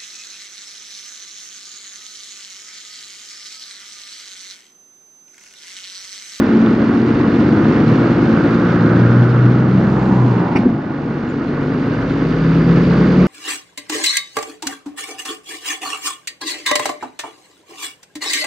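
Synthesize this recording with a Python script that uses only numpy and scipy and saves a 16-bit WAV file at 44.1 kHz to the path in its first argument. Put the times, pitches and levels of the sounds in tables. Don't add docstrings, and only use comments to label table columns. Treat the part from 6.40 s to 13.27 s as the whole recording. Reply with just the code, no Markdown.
import sys
import numpy as np
from scipy import signal
from scipy.fft import rfft, irfft, next_fast_len
from scipy.io import wavfile
from scipy.ndimage import uniform_filter1d, minimum_filter1d

SR = 44100
rng = np.random.default_rng(int(sys.argv[2]) if len(sys.argv) > 2 else 0)


def wrap_up_sound(samples):
    columns = np.atleast_2d(samples).T
    tamed = np.clip(columns, -1, 1)
    steps = np.round(tamed * 32767).astype(np.int16)
    wavfile.write(sys.argv[1], SR, steps)


N = 302949
TIME = np.arange(N) / SR


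def gain_of(db):
    return 10 ** (np.asarray(db) / 20)


def evened(x):
    return x / np.sqrt(np.mean(x ** 2) + 1e-20)


def read(points, hz):
    point_hz, value = np.transpose(points)
    return np.interp(np.log(hz + 1), np.log(point_hz + 1), value)


def curves(rows):
    time_s, *columns = np.transpose(rows)
    return [np.interp(TIME, time_s, column) for column in columns]


def filtered(x, gain):
    size = next_fast_len(N + 4096, True)
    hz = np.fft.rfftfreq(size, 1 / SR)
    return irfft(rfft(x, size) * gain(hz), size)[..., :N]


def bell(x, centre, width):
    return np.exp(-.5 * ((x - centre) / width) ** 2)


def coloured(x, spectrum):
    return evened(filtered(x, lambda hz: gain_of(read(spectrum, hz))))


def drift(rate_hz):
    count, slow_rate = 4096, 400
    hz = np.fft.rfftfreq(count, 1 / slow_rate)
    slow = irfft(rfft(rng.standard_normal(count)) / (1 + (hz / rate_hz) ** 4))
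    return np.interp(TIME, np.arange(count) / slow_rate, evened(slow))


# pitch_hz, correlation
PORT_LIKENESS = [(30, 0.85), (100, 0.97), (300, 1), (450, 0.95), (650, 0.75), (1000, 0.7), (1600, 0.81),
                 (2600, 0.74), (5000, 0.55)]


def air():
    def likeness(hz):
        return np.clip(read(PORT_LIKENESS, hz), -1, 1)

    a, b = rng.standard_normal((2, N))
    mid = filtered(a, lambda hz: np.sqrt((1 + likeness(hz)) / 2))
    side = filtered(b, lambda hz: np.sqrt((1 - likeness(hz)) / 2))
    return np.array([mid + side, mid - side])


# pitch_hz, early_level_db, late_level_db
IDLE_HUM = [(145.4, -37.5, -35), (178.8, -34.5, -41.5), (226, -30, -38.5), (246.3, -30, -32),
            (279, -34, -37), (354, -30.5, -43), (466, -34, -44), (1440, -43, -49)]


def idler(waver_db=2.0, wander_turns=0.091):
    hum = np.zeros(N)
    for hz, early_db, late_db in IDLE_HUM:
        level_db = np.interp(TIME, [2.5, 4.5], [early_db, late_db]) + waver_db * drift(1.4)
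        phase_turns = hz * TIME + wander_turns * drift(5)
        hum += gain_of(level_db) * np.cos(2 * np.pi * phase_turns)
    return np.sqrt(2) * hum


def tyre_fizz(db=-61, centre_hz=6400, width_hz=1100):
    swell = np.interp(TIME, [3.3, 3.55, 3.8, 4.2], [0, 1, 1, 0])
    hiss = filtered(air(), lambda hz: bell(hz, centre_hz, width_hz))
    return gain_of(db) * swell * evened(hiss)


# time_s, pitch_hz, level_db
CAR_WHINE = [(3.45, 920, -55), (3.55, 905, -33.5), (3.68, 900, -38), (3.76, 965, -29), (3.82, 1040, -30.5),
             (3.92, 940, -36.5), (4.01, 895, -32), (4.07, 830, -44.5), (4.17, 850, -31), (4.25, 850, -64)]
# pitch_factor, level_db
WHINE_STRANDS = [(.83, -9.5), (1, -2), (1.17, -13)]


def whine(rasp_hz=45):
    pitch_hz, level_db = curves(CAR_WHINE)
    phase = 2 * np.pi * np.cumsum(pitch_hz) / SR
    strands = np.zeros(N)
    for factor, strand_db in WHINE_STRANDS:
        rasp = drift(rasp_hz) * np.cos(factor * phase) + drift(rasp_hz) * np.sin(factor * phase)
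        strands += gain_of(strand_db) * rasp
    present = (TIME > CAR_WHINE[0][0]) * (TIME < CAR_WHINE[-1][0])
    return gain_of(level_db) * strands * present


# loudest_s, spread_s, centre_hz, width_octaves, level_db
TYRE_PASSES = [(2.53, 0.59, 1350, 0.24, -28), (3.7, 0.25, 910, 0.26, -33), (4.08, .09, 880, 0.28, -28.5),
               (3.88, 0.74, 750, 0.48, -32.5)]


def tyres():
    out = np.zeros((2, N))
    for loudest_s, spread_s, centre_hz, octaves, db in TYRE_PASSES:
        roar = filtered(air(), lambda hz: bell(np.log2((hz + 1) / centre_hz), 0, octaves))
        out += gain_of(db) * bell(TIME, loudest_s, spread_s) * evened(roar)
    return out


# start_s, level_db before its band is picked out
TRAILER_TICKS = [(0.26, -15.5)]


def ticks(centre_hz=2900, width_hz=750, decay_s=0.0041):
    blows = np.zeros(N)
    for start_s, db in TRAILER_TICKS:
        blows += gain_of(db) * (TIME > start_s) * np.exp(-abs(TIME - start_s) / decay_s)
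    return filtered(air() * blows, lambda hz: bell(hz, centre_hz, width_hz))


# start_s, level_db, pitch_factor on the modes
DRIVELINE_CLUNKS = [(0.307, 1, .95), (3.847, -1, 1.05), (4.149, 2, 1.06), (4.186, 1.5, .85),
                    (4.251, 4.5, 1.03), (4.259, 4.5, .99), (4.291, -3.5, .88), (4.316, -5.5, .75),
                    (4.788, -8.5, 1.0)]
# pitch_hz, level_db, t60_s
FRAME_MODES = [(135, -9.5, 0.06), (186, -15.5, 0.3), (249.5, 2, 0.06), (367, -3.5, 0.04),
               (432, -10.5, 0.035), (560, -18.5, 0.03)]


def clunks(rise_s=0.0055):
    out = np.zeros(N)
    for start_s, db, pitch in DRIVELINE_CLUNKS:
        start = round(start_s * SR)
        t = TIME[:min(SR // 2, N - start)]
        ring = np.zeros(len(t))
        for hz, mode_db, t60_s in FRAME_MODES:
            ring += gain_of(mode_db - 60 * t / t60_s) * np.sin(2 * np.pi * hz * pitch * t)
        soft_start = 1 - np.exp(-(t / rise_s) ** 2)
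        out[start:start + len(t)] += gain_of(db) * ring * soft_start
    return out


# loudest_s, spread_s, centre_hz, width_hz, level_db
AIR_PUFF = [(4.158, 0.006, 850, 280, -19.5), (4.169, .011, 1400, 500, -29), (4.168, .008, 2370, 300, -22.5),
            (4.171, 0.0046, 3670, 160, -47), (4.170, .006, 4700, 210, -41), (4.169, 0.0094, 5540, 260, -43),
            (4.9, 0.0096, 7000, 330, -56), (4.174, 0.01, 8600, 300, -54.5)]


def shift_puff(opens_s=4.154, rise_s=.002):
    out, jet = np.zeros((2, N)), air()
    for loudest_s, spread_s, centre_hz, width_hz, db in AIR_PUFF:
        band = filtered(jet, lambda hz: bell(hz, centre_hz, width_hz))
        out += gain_of(db) * bell(TIME, loudest_s, spread_s) * evened(band)
    opening = np.clip((TIME - opens_s) / rise_s, 0, 1)
    return out * opening


# start_s, end_s
SWING_TIMES = (3.72, 6.1)


def swing():
    return np.interp(TIME, SWING_TIMES, [0, 1])


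def loaded(law, load_db):
    base_db, db_per_load_db, turned_db = law
    return base_db + db_per_load_db * load_db + turned_db * swing()


CYLINDER_STRENGTH = [0.8, -0.5, 0.5, -2.5, 2, -3]


def firings(turns, decay):
    cylinder = turns.astype(int) % len(CYLINDER_STRENGTH)
    strength = gain_of(CYLINDER_STRENGTH)[cylinder]
    return evened(strength * np.exp(-(turns % 1) / decay))


# level_db at 0 dB load side-on, db_per_load_db, nose_on_gain_db
TURBO_LEVEL = (-59.5, 1.2, 7.1)


def turbo(load_db, centre_hz=4700, width_hz=130):
    whistle = filtered(air(), lambda hz: bell(hz, centre_hz, width_hz))
    return gain_of(loaded(TURBO_LEVEL, load_db)) * evened(whistle)


# pitch_hz, level_db
CLATTER_SPECTRUM = [(250, -22), (500, 5), (800, -1.5), (1100, 1), (1500, 0), (1900, -5), (2550, -20),
                    (2800, -15), (3500, -38.5), (6000, -73.5), (14000, -80.5)]
HISS_SPECTRUM = [(1200, -9), (2200, 9.5), (2550, 5.5), (2780, 3.5), (3400, 0.5), (3680, 2), (3900, -4),
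                 (4130, 2), (4430, -4), (4700, -3.5), (5200, -7), (6300, -12), (8000, -26), (14000, -47)]
# level_db at 0 dB load side-on, db_per_load_db, nose_on_gain_db
CLATTER_LEVEL = (-26, 0.66, -1.2)
HISS_LEVEL = (-38.5, 0.88, 0.89)


def block(turns, load_db, steady=3.6, decay=.3):
    knock = coloured(air() * (steady + firings(turns, decay)), CLATTER_SPECTRUM)
    hiss = coloured(air() * (steady + firings(turns + .4, decay)), HISS_SPECTRUM)
    knock_db = loaded(CLATTER_LEVEL, load_db) + 0.96 * drift(12)
    hiss_db = loaded(HISS_LEVEL, load_db) + 0.83 * drift(20.0)
    return gain_of(knock_db) * knock + gain_of(hiss_db) * hiss


REFERENCE_HZ = 55.8
# multiple of the six-firing cycle rate, side_on_level_db, nose_on_level_db,
# before effort and stacks
CLEAN_ORDERS = [(6, -41.0, -31.5), (12, -28.5, -36.5), (14, -38.5, -21.0), (15, -43.5, -29.5),
                (16, -41, -48.5), (17, -55, -27.5), (18, -35, -18.5), (21, -54, -25), (22, -50.5, -30),
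                (24, -46.5, -35.5), (26, -43.5, -33), (28, -46, -43), (30, -41, -30), (32, -40.5, -31),
                (33, -51, -34.5), (34, -42, -35), (36, -38.0, -31), (37, -40, -38.5), (38, -36, -38),
                (41, -40, -48), (42, -41.5, -39), (44, -45.5, -31.5), (48, -42, -44.0), (50, -49, -40.5)]
# pitch_hz, level_db
BOOM_SPECTRUM = [(25, -34), (55, -24), (80, -16), (120, -7), (170, -5.5), (200, -1), (228, 1.5), (260, -3),
                 (310, 0), (370, -5.5), (450, -9.5), (620, -17.5), (900, -18.5), (1600, -72.5),
                 (6000, -94.5)]
FAVOURED_ORDERS = {8: 3.7, 9: 4}
# level_db at 0 dB load side-on, db_per_load_db, nose_on_gain_db
BOOM_LEVEL = (-13.5, 0.99, -1.9)
# pitch_hz, change_db
BOOM_NOSE_ON = [(60, 0.5), (90, 0.5), (140, 0), (180, -7.5), (222, -5.5), (255, 0.5), (330, -1), (450, 2),
                (600, 0.5), (900, -15.5)]


def exhaust_boom(turns, firing_hz, load_db, orders_db=-8, puffs_db=-6.0, even_db=2, steady=0.66, count=64):
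    cycles, cycle_hz = turns / 6, firing_hz / 6
    slow = slice(None, None, 64)
    lines = np.zeros(N)
    clean = [round(row[0]) for row in CLEAN_ORDERS]
    for k in np.setdiff1d(np.arange(8, count), clean):
        line_db = read(BOOM_SPECTRUM, k * cycle_hz[slow]) + even_db * (k % 2 == 0) + FAVOURED_ORDERS.get(k, 0)
        line_db = line_db + 2.5 * drift(2)[slow]
        level = np.interp(TIME, TIME[slow], gain_of(line_db))
        lines += level * np.cos(2 * np.pi * (k * cycles + rng.random()))
    puffs = coloured(air() * (steady + firings(turns, decay=0.36)), BOOM_SPECTRUM)
    puff_gain = gain_of(puffs_db - 0.4 * load_db)
    boom = gain_of(orders_db) * evened(lines) + puff_gain * puffs
    deep = filtered(boom, lambda hz: 1 / (1 + (hz / 190) ** 6))
    bass_db = 3.5 + 11 * np.log2(firing_hz / REFERENCE_HZ) - 0.1 * load_db
    boom = gain_of(loaded(BOOM_LEVEL, load_db)) * (deep * gain_of(bass_db) + boom - deep)
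    nose_on = filtered(boom, lambda hz: gain_of(read(BOOM_NOSE_ON, hz)))
    return (1 - swing()) * boom + swing() * nose_on


# centre_hz, width_hz, side_on_gain_db, nose_on_gain_db
STACK_PEAKS = [(64.2, 1.7, 10.5, 1.5), (85, 5, -12.5, -4), (109, 5.6, 0.5, -9), (122.77, 4.4, 18, -7.5),
               (149, 4.1, 9, -9), (156, 3.2, 13, -2), (168.1, 6.7, 11.5, 3.5), (178.2, 4, 14.5, -1.5),
               (184, 1.3, -10.5, 2.5), (190.8, 4.6, 19, -4), (224.7, 12, 26, -1), (245.5, 3.5, 8.5, 12),
               (259.7, 7.6, 14, 6.5), (275.4, 5.4, 16, 8), (293.5, 6.7, 15.5, -4.5),
               (316.8, 5.6, 12, -11.5), (335.6, 6.4, 12.5, 0), (356, 3.1, 6.5, -5)]


def stacks(hz, swung):
    return sum(((1 - swung) * side_db + swung * nose_db) * bell(hz, centre_hz, width_hz)
               for centre_hz, width_hz, side_db, nose_db in STACK_PEAKS)


def exhaust_note(turns, firing_hz, load_db, waver_db=1.37, flutter_db_per_khz=2.5, wander_per_khz=0.089):
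    slow = slice(None, None, 64)
    out, swung = np.zeros(N), swing()[slow]
    speed_octaves = np.log2(firing_hz / REFERENCE_HZ)
    effort_db = (0.1 + 0.71 * load_db + 6.5 * speed_octaves)[slow]
    pedal_up = 1. * ((TIME > 3.86) & (TIME < 4.55))
    coast_db = -19.5 * uniform_filter1d(pedal_up, size=4410)[slow]
    for order, side_db, nose_db in CLEAN_ORDERS:
        per_firing = round(order) / len(CYLINDER_STRENGTH)
        hz = per_firing * firing_hz[slow]
        khz = hz.mean() / 1000
        db = effort_db + (1 - swung) * side_db + swung * nose_db + stacks(hz, swung)
        db = db + coast_db * (per_firing == 1)
        db = db + (waver_db + flutter_db_per_khz * khz) * drift(6.5)[slow]
        level = np.interp(TIME, TIME[slow], gain_of(db))
        phase_turns = per_firing * turns + wander_per_khz * khz * drift(6.7) + rng.random()
        out += np.sqrt(2) * level * np.cos(2 * np.pi * phase_turns)
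    return out


# time_s, firing_hz
ENGINE_SPEED = [(0, 44.3), (.55, 45.1), (.9, 47.6), (1.5, 52.1), (2.1, 56), (2.7, 60.1), (3.3, 63.1),
                (3.65, 64.5), (3.95, 60.1), (4.3, 52.2), (4.55, 49.4), (4.95, 46.5), (5.35, 48.1),
                (5.8, 52.4), (6.4, 57.1), (6.87, 61.9)]
# time_s, load_db
ENGINE_LOAD = [(0, 0.6), (.5, -0.5), (1.3, 1.95), (2.55, 0.5), (3.1, -3), (3.8, -3.5), (4.2, -5),
               (4.35, -11), (4.9, -7.5), (5.3, -4.5), (6.6, 2.5), (6.87, 2.6)]


def scene():
    firing_hz, = curves(ENGINE_SPEED)
    load_db, = curves(ENGINE_LOAD)
    turns = np.cumsum(firing_hz * (1 + .002 * drift(8))) / SR
    roadside = idler() + tyre_fizz() + whine() + tyres()
    gear_change = clunks() + shift_puff()
    engine = turbo(load_db) + block(turns, load_db)
    exhaust = exhaust_boom(turns, firing_hz, load_db) + exhaust_note(turns, firing_hz, load_db)
    return roadside + ticks() + gear_change + engine + exhaust


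# pitch_hz, left_minus_right_db
PORT_BALANCE = [(60, -0.5), (80, 4), (110, 0.5), (140, 0.5), (190, 0), (260, 0.5), (340, 1), (460, 1),
                (610, -2), (820, -3.5), (1090, -5), (1460, -2), (1950, 0), (2600, -2.5)]
# pitch_hz, left_lead_rad
PORT_LEAD = [(0, -0.058), (690, 0.086), (950, -1), (1460, 0.69), (1720, -1.1), (2150, -0.57), (2410, -1.4),
             (2760, -0.31)]


def record(dry, edge_hz=15200):
    half = np.array([[.5], [-.5]])

    def port_response(hz):
        return gain_of(half * read(PORT_BALANCE, hz)) * np.exp(1j * half * read(PORT_LEAD, hz))

    ports = filtered(dry, port_response)
    allowed = minimum_filter1d(1 / np.maximum(abs(ports).max(0), 1), size=441)
    limiter_gain = uniform_filter1d(uniform_filter1d(allowed, size=221), size=221)
    lowpass = signal.firwin(511, edge_hz, window=("kaiser", 9), fs=SR)
    return signal.oaconvolve(ports * limiter_gain, lowpass[None], "same")


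dry = scene()
out = record(dry)
wrap_up_sound(out)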